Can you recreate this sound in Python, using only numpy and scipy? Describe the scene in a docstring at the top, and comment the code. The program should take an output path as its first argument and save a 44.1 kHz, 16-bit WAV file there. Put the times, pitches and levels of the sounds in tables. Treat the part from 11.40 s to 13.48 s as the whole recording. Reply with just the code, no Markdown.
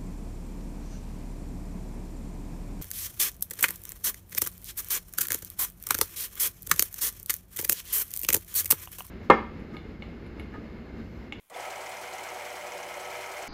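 """A small pulse-driven gear motor starts and turns a threaded rod, pushing a loaded carriage along
a metal frame. The windings whine at the pulse rate, slack closes with knocks, the thread ticks, and
the gears hum and chatter into the frame. The rod rubs and the frame pings at the same angles each turn.
Before the start, only workshop air and a faint mains buzz; near the end, a low rumble swells."""
import sys
import numpy as np
from scipy import signal
from scipy.fft import rfft, irfft, next_fast_len
from scipy.io import wavfile

SR = 44100
rng = np.random.default_rng(int(sys.argv[2]) if len(sys.argv) > 2 else 0)


def wav_out(sig):
    """Save sig, one row per channel (or a flat mono array), as 16-bit PCM at SR to the path in sys.argv[1]."""
    wavfile.write(sys.argv[1], SR, np.round(np.clip(np.atleast_2d(sig).T, -1, 1) * 32767).astype(np.int16))


N = 91728
TIME = np.arange(N) / SR
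START_S, SPIN_UP_S, START_TURNS, NOMINAL_TURNS_PER_S = .099, .07, .16, 9.3

# Workshop air: frequency_hz, relative_density_db
AIR_SPECTRUM = [(25, 7), (80, 1), (400, 0.5), (1000, 2), (1800, -3), (2350, 5), (2700, -2), (3100, 1),
                (4500, -9), (8000, -4), (15500, -4.5)]
# Supply whine: harmonic, level_db
WHINE_HARMONICS = [(1, -54.5), (2, -57.5), (3, -76), (4, -62), (5, -63)]
# Thread and carriage ticks: start_s, force_db
THREAD_TICKS = [(0.099, -53), (0.157, -58), (0.4936, -47.5), (.6126, -49), (0.8315, -51), (1.128, -48.5),
                (1.4635, -58), (1.567, -56), (1.610, -50), (1.931, -52), (1.981, -50)]
# Tick filter: frequency_hz, gain_db
TICK_SPECTRUM = [(200, -24), (700, 10), (3000, 5), (5500, 1), (8300, 8.5), (11000, 1), (15500, 1)]
# Frame resonances: centre_hz, width_hz, lift_db
FRAME_MODES = [(395, 18, 6.5), (604, 34, 9.5), (764, 45, 4), (1293, 14.7, 12), (1680, 16, 3), (2087, 41, 5),
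               (2486, 79, 3.5), (3060, 93, 5), (4206, 150, 5), (5070, 150, 2.5), (7750, 120, 2),
               (8550, 110, 7.5), (10500, 150, 8), (12300, 120, -5), (14850, 200, -2)]
# Loaded rod speed, before the spin-up ramp: time_s, turns_per_s
ROD_SPEED = [(.17, 9.6), (.3, 9.6), (.4, 9.37), (1.05, 9.36), (1.3, 9.12), (1.58, 9.1), (1.72, 9.45),
             (2.08, 9.45)]
# Motor and gear tones at nominal speed: pitch_hz, level_db, rough_share, swell_depth, swell_angle_turns
HUM_TONES = [(37.3, -93, .05, 0, 0), (56, -80, .05, 0, 0), (74, -68, 0.06, 0.04, 0.8),
             (109.3, -75.5, 0.25, 0.4, 0.64), (128.6, -71, 0.04, 0.05, .7), (319, -65.5, 0.09, 0.45, 0.72),
             (377.2, -57.5, 0.1, 0.67, 0.77), (589.2, -53, 0.23, 0.34, 0.51), (655, -56, 0.02, 1, 0.96),
             (741, -52, 0.22, 0.32, 0.67), (823.5, -57, 0.08, .5, 0.36), (919, -56, 0.34, 0.15, 0.47),
             (2138, -66, 0.1, 0.4, .35), (2260, -59.5, 0.27, 0.2, 0)]
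# Drone envelope: time_s, level_db
DRONE_LEVELS = [(.15, -81), (.5, -71.5), (.7, -70.5), (1.0, -77), (1.25, -67), (1.55, -65.5), (1.8, -73.5),
                (2.08, -73)]
# Gear chatter: frequency_hz, relative_density_db
CHATTER_SPECTRUM = [(30, -57), (70, -34), (110, -16), (165, -22), (250, -19.5), (320, -13), (440, -9.5),
                    (580, -5.5), (780, -2), (950, -5), (1180, -10), (1500, -8.5), (1850, -9.5), (2150, -3),
                    (2450, -8.5), (2700, -12.5), (3200, -12), (3550, -17.5), (4600, -21.5), (5400, -19),
                    (7500, -20.5), (9700, -26), (12000, -24), (15000, -29), (16000, -33)]
# Knocks as the gears take load: start_s, fade_s, low_hz, high_hz, level_db
SLACK_KNOCKS = [(.101, 0.057, 514, 780, -50.5), (0.105, .025, 960, 1190, -51.5),
                (.122, 0.028, 1890, 2650, -57), (.141, .009, 3400, 3620, -47.5),
                (0.16, 0.019, 606, 840, -40), (0.197, 0.007, 546, 980, -35.5)]
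# Tight spots on the rod: angle_turns, rise_turns, fade_turns, low_hz, high_hz, level_db
TIGHT_SPOTS = [(0.95, 0.024, 0.072, 1080, 1720, -49), (.29, 0.012, 0.055, 5100, 7200, -48.5),
               (.53, 0.0088, 0.052, 7400, 9400, -55), (.59, 0.021, 0.095, 488, 673, -44),
               (.69, 0.043, 0.043, 635, 1030, -45.5), (.77, 0.0073, 0.11, 3320, 5700, -52.5),
               (0.836, 0.034, 0.087, 5400, 8400, -51), (0.76, 0.012, 0.11, 8900, 15000, -59.5)]
# Frame parts ringing once a turn: angle_turns, width_turns, pitch_hz, level_db
FRAME_PINGS = [(.34, 0.037, 2133, -44.5), (.55, 0.053, 764.7, -44.5), (.95, 0.057, 739.3, -45)]


def from_db(db):
    """Decibels to gain."""
    return 10 ** (np.asarray(db) / 20)


def unit_rms(x):
    """Scale to rms 1."""
    return x / np.sqrt(np.mean(x ** 2) + 1e-20)


def drift(corner_hz):
    """Low-passed random motion, rms about 1."""
    step, settle = 20, 2000
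    pole = np.exp(-2 * np.pi * corner_hz * step / SR)
    noise = rng.standard_normal(N // step + settle + 2)
    slow = signal.lfilter([1], [1, -2 * pole, pole * pole], noise)[settle:]
    return np.interp(np.arange(N) / step, np.arange(len(slow)), unit_rms(slow))


def band(x, low_hz, high_hz):
    """Band-pass, rms 1."""
    return unit_rms(signal.sosfilt(signal.butter(2, [low_hz, high_hz], "band", fs=SR, output="sos"), x))


def colour(x, spectrum, modes=()):
    """Minimum-phase filter: broad spectrum plus narrow resonances."""
    size = 2 * next_fast_len(N)
    hz = np.maximum(np.arange(size // 2 + 1) * SR / size, 1)
    points_hz, points_db = np.transpose(spectrum)
    gain_db = np.interp(np.log(hz), np.log(points_hz), points_db)
    for centre_hz, width_hz, lift_db in modes:
        gain_db += lift_db / (1 + (2 * (hz - centre_hz) / width_hz) ** 2)
    cepstrum = irfft(np.log(from_db(gain_db)))[:size // 2]
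    cepstrum[1:] *= 2
    return irfft(rfft(x, size) * np.exp(rfft(cepstrum, size)))[:N]


def workshop_reverb(x, t60_s=.26, tail_db=-7.5):
    """Direct sound plus a short diffuse tail."""
    age_s = TIME[:SR // 2]
    tail = rng.standard_normal(len(age_s)) * from_db(-60 * age_s / t60_s)
    return x + from_db(tail_db) * signal.fftconvolve(x, tail / np.linalg.norm(tail))[:N]


def workshop_air(level_db=-68.5):
    """Steady broadband room noise."""
    return from_db(level_db) * unit_rms(colour(rng.standard_normal(N), AIR_SPECTRUM))


def mains_buzz(repeat_hz=100, decay_s=.0022, level_db=-72.5):
    """One thin noise burst, repeated every mains half-cycle."""
    age_s = np.arange(SR // repeat_hz) / SR
    burst = rng.standard_normal(len(age_s)) * np.exp(-age_s / decay_s)
    return from_db(level_db) * band(np.resize(burst, N), low_hz=9400, high_hz=11900)


def drive_whine(pulse_hz=489.7, rise_s=.018, flicker_db=1.5):
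    """The windings sing at the supply's fixed pulse rate."""
    age_s = np.maximum(TIME - START_S, 0)
    out = 0
    for harmonic, level_db in WHINE_HARMONICS:
        level = from_db(level_db + flicker_db * drift(25))
        out += level * np.sin(2 * np.pi * harmonic * pulse_hz * age_s)
    return np.sqrt(2) * np.minimum(age_s / rise_s, 1) * out


def thread_ticks(decay_s=.0084):
    """Play in the thread closes with brief cracks that ring the frame."""
    force = sum(from_db(force_db) * (TIME >= start_s) * np.exp(-np.abs(TIME - start_s) / decay_s)
                for start_s, force_db in THREAD_TICKS)
    return colour(force * rng.standard_normal(N), TICK_SPECTRUM, FRAME_MODES)


def gear_hum(speed_ratio, turns, flutter_hz=19.3):
    """Speed-locked motor and gear tones; all flutter, most swell once a turn."""
    rad_per_hz = 2 * np.pi * np.cumsum(speed_ratio) / SR
    out = 0
    for pitch_hz, level_db, rough_share, swell_depth, swell_turns in HUM_TONES:
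        flutter = drift(flutter_hz) + 1j * drift(flutter_hz)
        amplitude = np.sqrt(2 * (1 - rough_share)) + np.sqrt(rough_share) * flutter
        swell = 1 + swell_depth * np.cos(2 * np.pi * (turns - swell_turns))
        carrier = np.exp(1j * (pitch_hz * rad_per_hz + rng.uniform(0, 2 * np.pi)))
        out += from_db(level_db) * swell * np.real(amplitude * carrier)
    return out * speed_ratio ** 2


def drive_drone(speed_ratio, nominal_hz=190.8):
    """A clean low drive tone: pitch follows speed, level follows a timed envelope."""
    level = from_db(np.interp(TIME, *np.transpose(DRONE_LEVELS)))
    return np.sqrt(2) * level * np.sin(2 * np.pi * nominal_hz * np.cumsum(speed_ratio) / SR)


def gear_chatter(speed_ratio, turns, level_db=-41.5):
    """Tooth contacts, recurring or random, and sliding hiss shake the frame."""
    recurring_per_turn, loose_per_s, recurring_share = 96, 900, .43
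    loose_spread_db, sliding_db, flicker_db = 2, 1, .65
    contact_turns = np.sort(rng.random(recurring_per_turn))
    strengths = rng.standard_normal(recurring_per_turn)
    contact = np.searchsorted(contact_turns, turns % 1) % recurring_per_turn
    recurring = strengths[contact] * (np.diff(contact, prepend=contact[0]) != 0)
    loose_db = np.minimum(rng.exponential(1, N), loose_spread_db)
    loose = from_db(loose_db) * rng.choice([-1, 1], N) * (rng.random(N) < loose_per_s / SR)
    impacts = np.sqrt(recurring_share) * unit_rms(recurring)
    impacts += np.sqrt(1 - recurring_share) * unit_rms(loose)
    sliding = from_db(sliding_db) * rng.standard_normal(N)
    force = (impacts + sliding) * speed_ratio ** 1.04 * from_db(flicker_db * drift(17))
    return from_db(level_db) * unit_rms(colour(workshop_reverb(force), CHATTER_SPECTRUM, FRAME_MODES))


def slack_knocks(rise_s=.0047):
    """Drive slack closes in short knocks as the motor spins up."""
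    out = 0
    for start_s, fade_s, low_hz, high_hz, level_db in SLACK_KNOCKS:
        age_s = np.maximum(TIME - start_s, 0)
        envelope = np.minimum(age_s / rise_s, 1) * np.exp(-(age_s / fade_s) ** 2)
        out += from_db(level_db) * envelope * band(rng.standard_normal(N), low_hz, high_hz)
    return out


def rod_rubs(speed_ratio, turns, grain_db=1.5, spread_db=1):
    """Each tight spot catches and scrapes in its own band, once a turn."""
    grain = from_db(grain_db * drift(240))
    out = 0
    for angle_turns, rise_turns, fade_turns, low_hz, high_hz, level_db in TIGHT_SPOTS:
        offset_turns = (turns - angle_turns + .5) % 1 - .5
        width_turns = np.where(offset_turns < 0, rise_turns, fade_turns)
        pressure = np.exp(-.5 * (offset_turns / width_turns) ** 2)
        level = from_db(level_db + spread_db * drift(5))
        out += level * pressure * band(grain * rng.standard_normal(N), low_hz, high_hz)
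    return out * speed_ratio ** 2


def frame_pings(speed_ratio, turns, spread_db=1.5, wander_rad=.76):
    """Catches in the drive ring parts of the frame briefly, once a turn."""
    out = 0
    for angle_turns, width_turns, pitch_hz, level_db in FRAME_PINGS:
        offset_turns = (turns - angle_turns + .5) % 1 - .5
        envelope = np.exp(-.5 * (offset_turns / width_turns) ** 2)
        level = np.sqrt(2) * from_db(level_db + spread_db * drift(5.5))
        out += level * envelope * np.sin(2 * np.pi * pitch_hz * TIME + wander_rad * drift(40))
    return out * speed_ratio ** 2


def low_rumble(start_s=1.9, rise_s=.1, level_db=-65):
    """Deep noise fades in and holds."""
    envelope = np.clip((TIME - start_s) / rise_s, 0, 1)
    return from_db(level_db) * envelope * band(rng.standard_normal(N), low_hz=20, high_hz=55)


def scene():
    """Mono mix; rod speed and angle drive the rotating parts."""
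    spin_up = np.clip((TIME - START_S) / SPIN_UP_S, 0, 1)
    turns_per_s = np.interp(TIME, *np.transpose(ROD_SPEED)) * spin_up
    speed_ratio = turns_per_s / NOMINAL_TURNS_PER_S
    turns = START_TURNS + np.cumsum(turns_per_s) / SR
    gears = gear_hum(speed_ratio, turns) + drive_drone(speed_ratio) + gear_chatter(speed_ratio, turns)
    rod = rod_rubs(speed_ratio, turns) + frame_pings(speed_ratio, turns)
    machine = gears + rod + drive_whine() + slack_knocks() + thread_ticks()
    return (machine + workshop_air() + mains_buzz() + low_rumble())[None]


def record(dry):
    """Steep treble cut."""
    cutoff_hz = 15800
    return signal.sosfilt(signal.ellip(12, .1, 80, cutoff_hz, fs=SR, output="sos"), dry)


dry = scene()
out = record(dry)
wav_out(out)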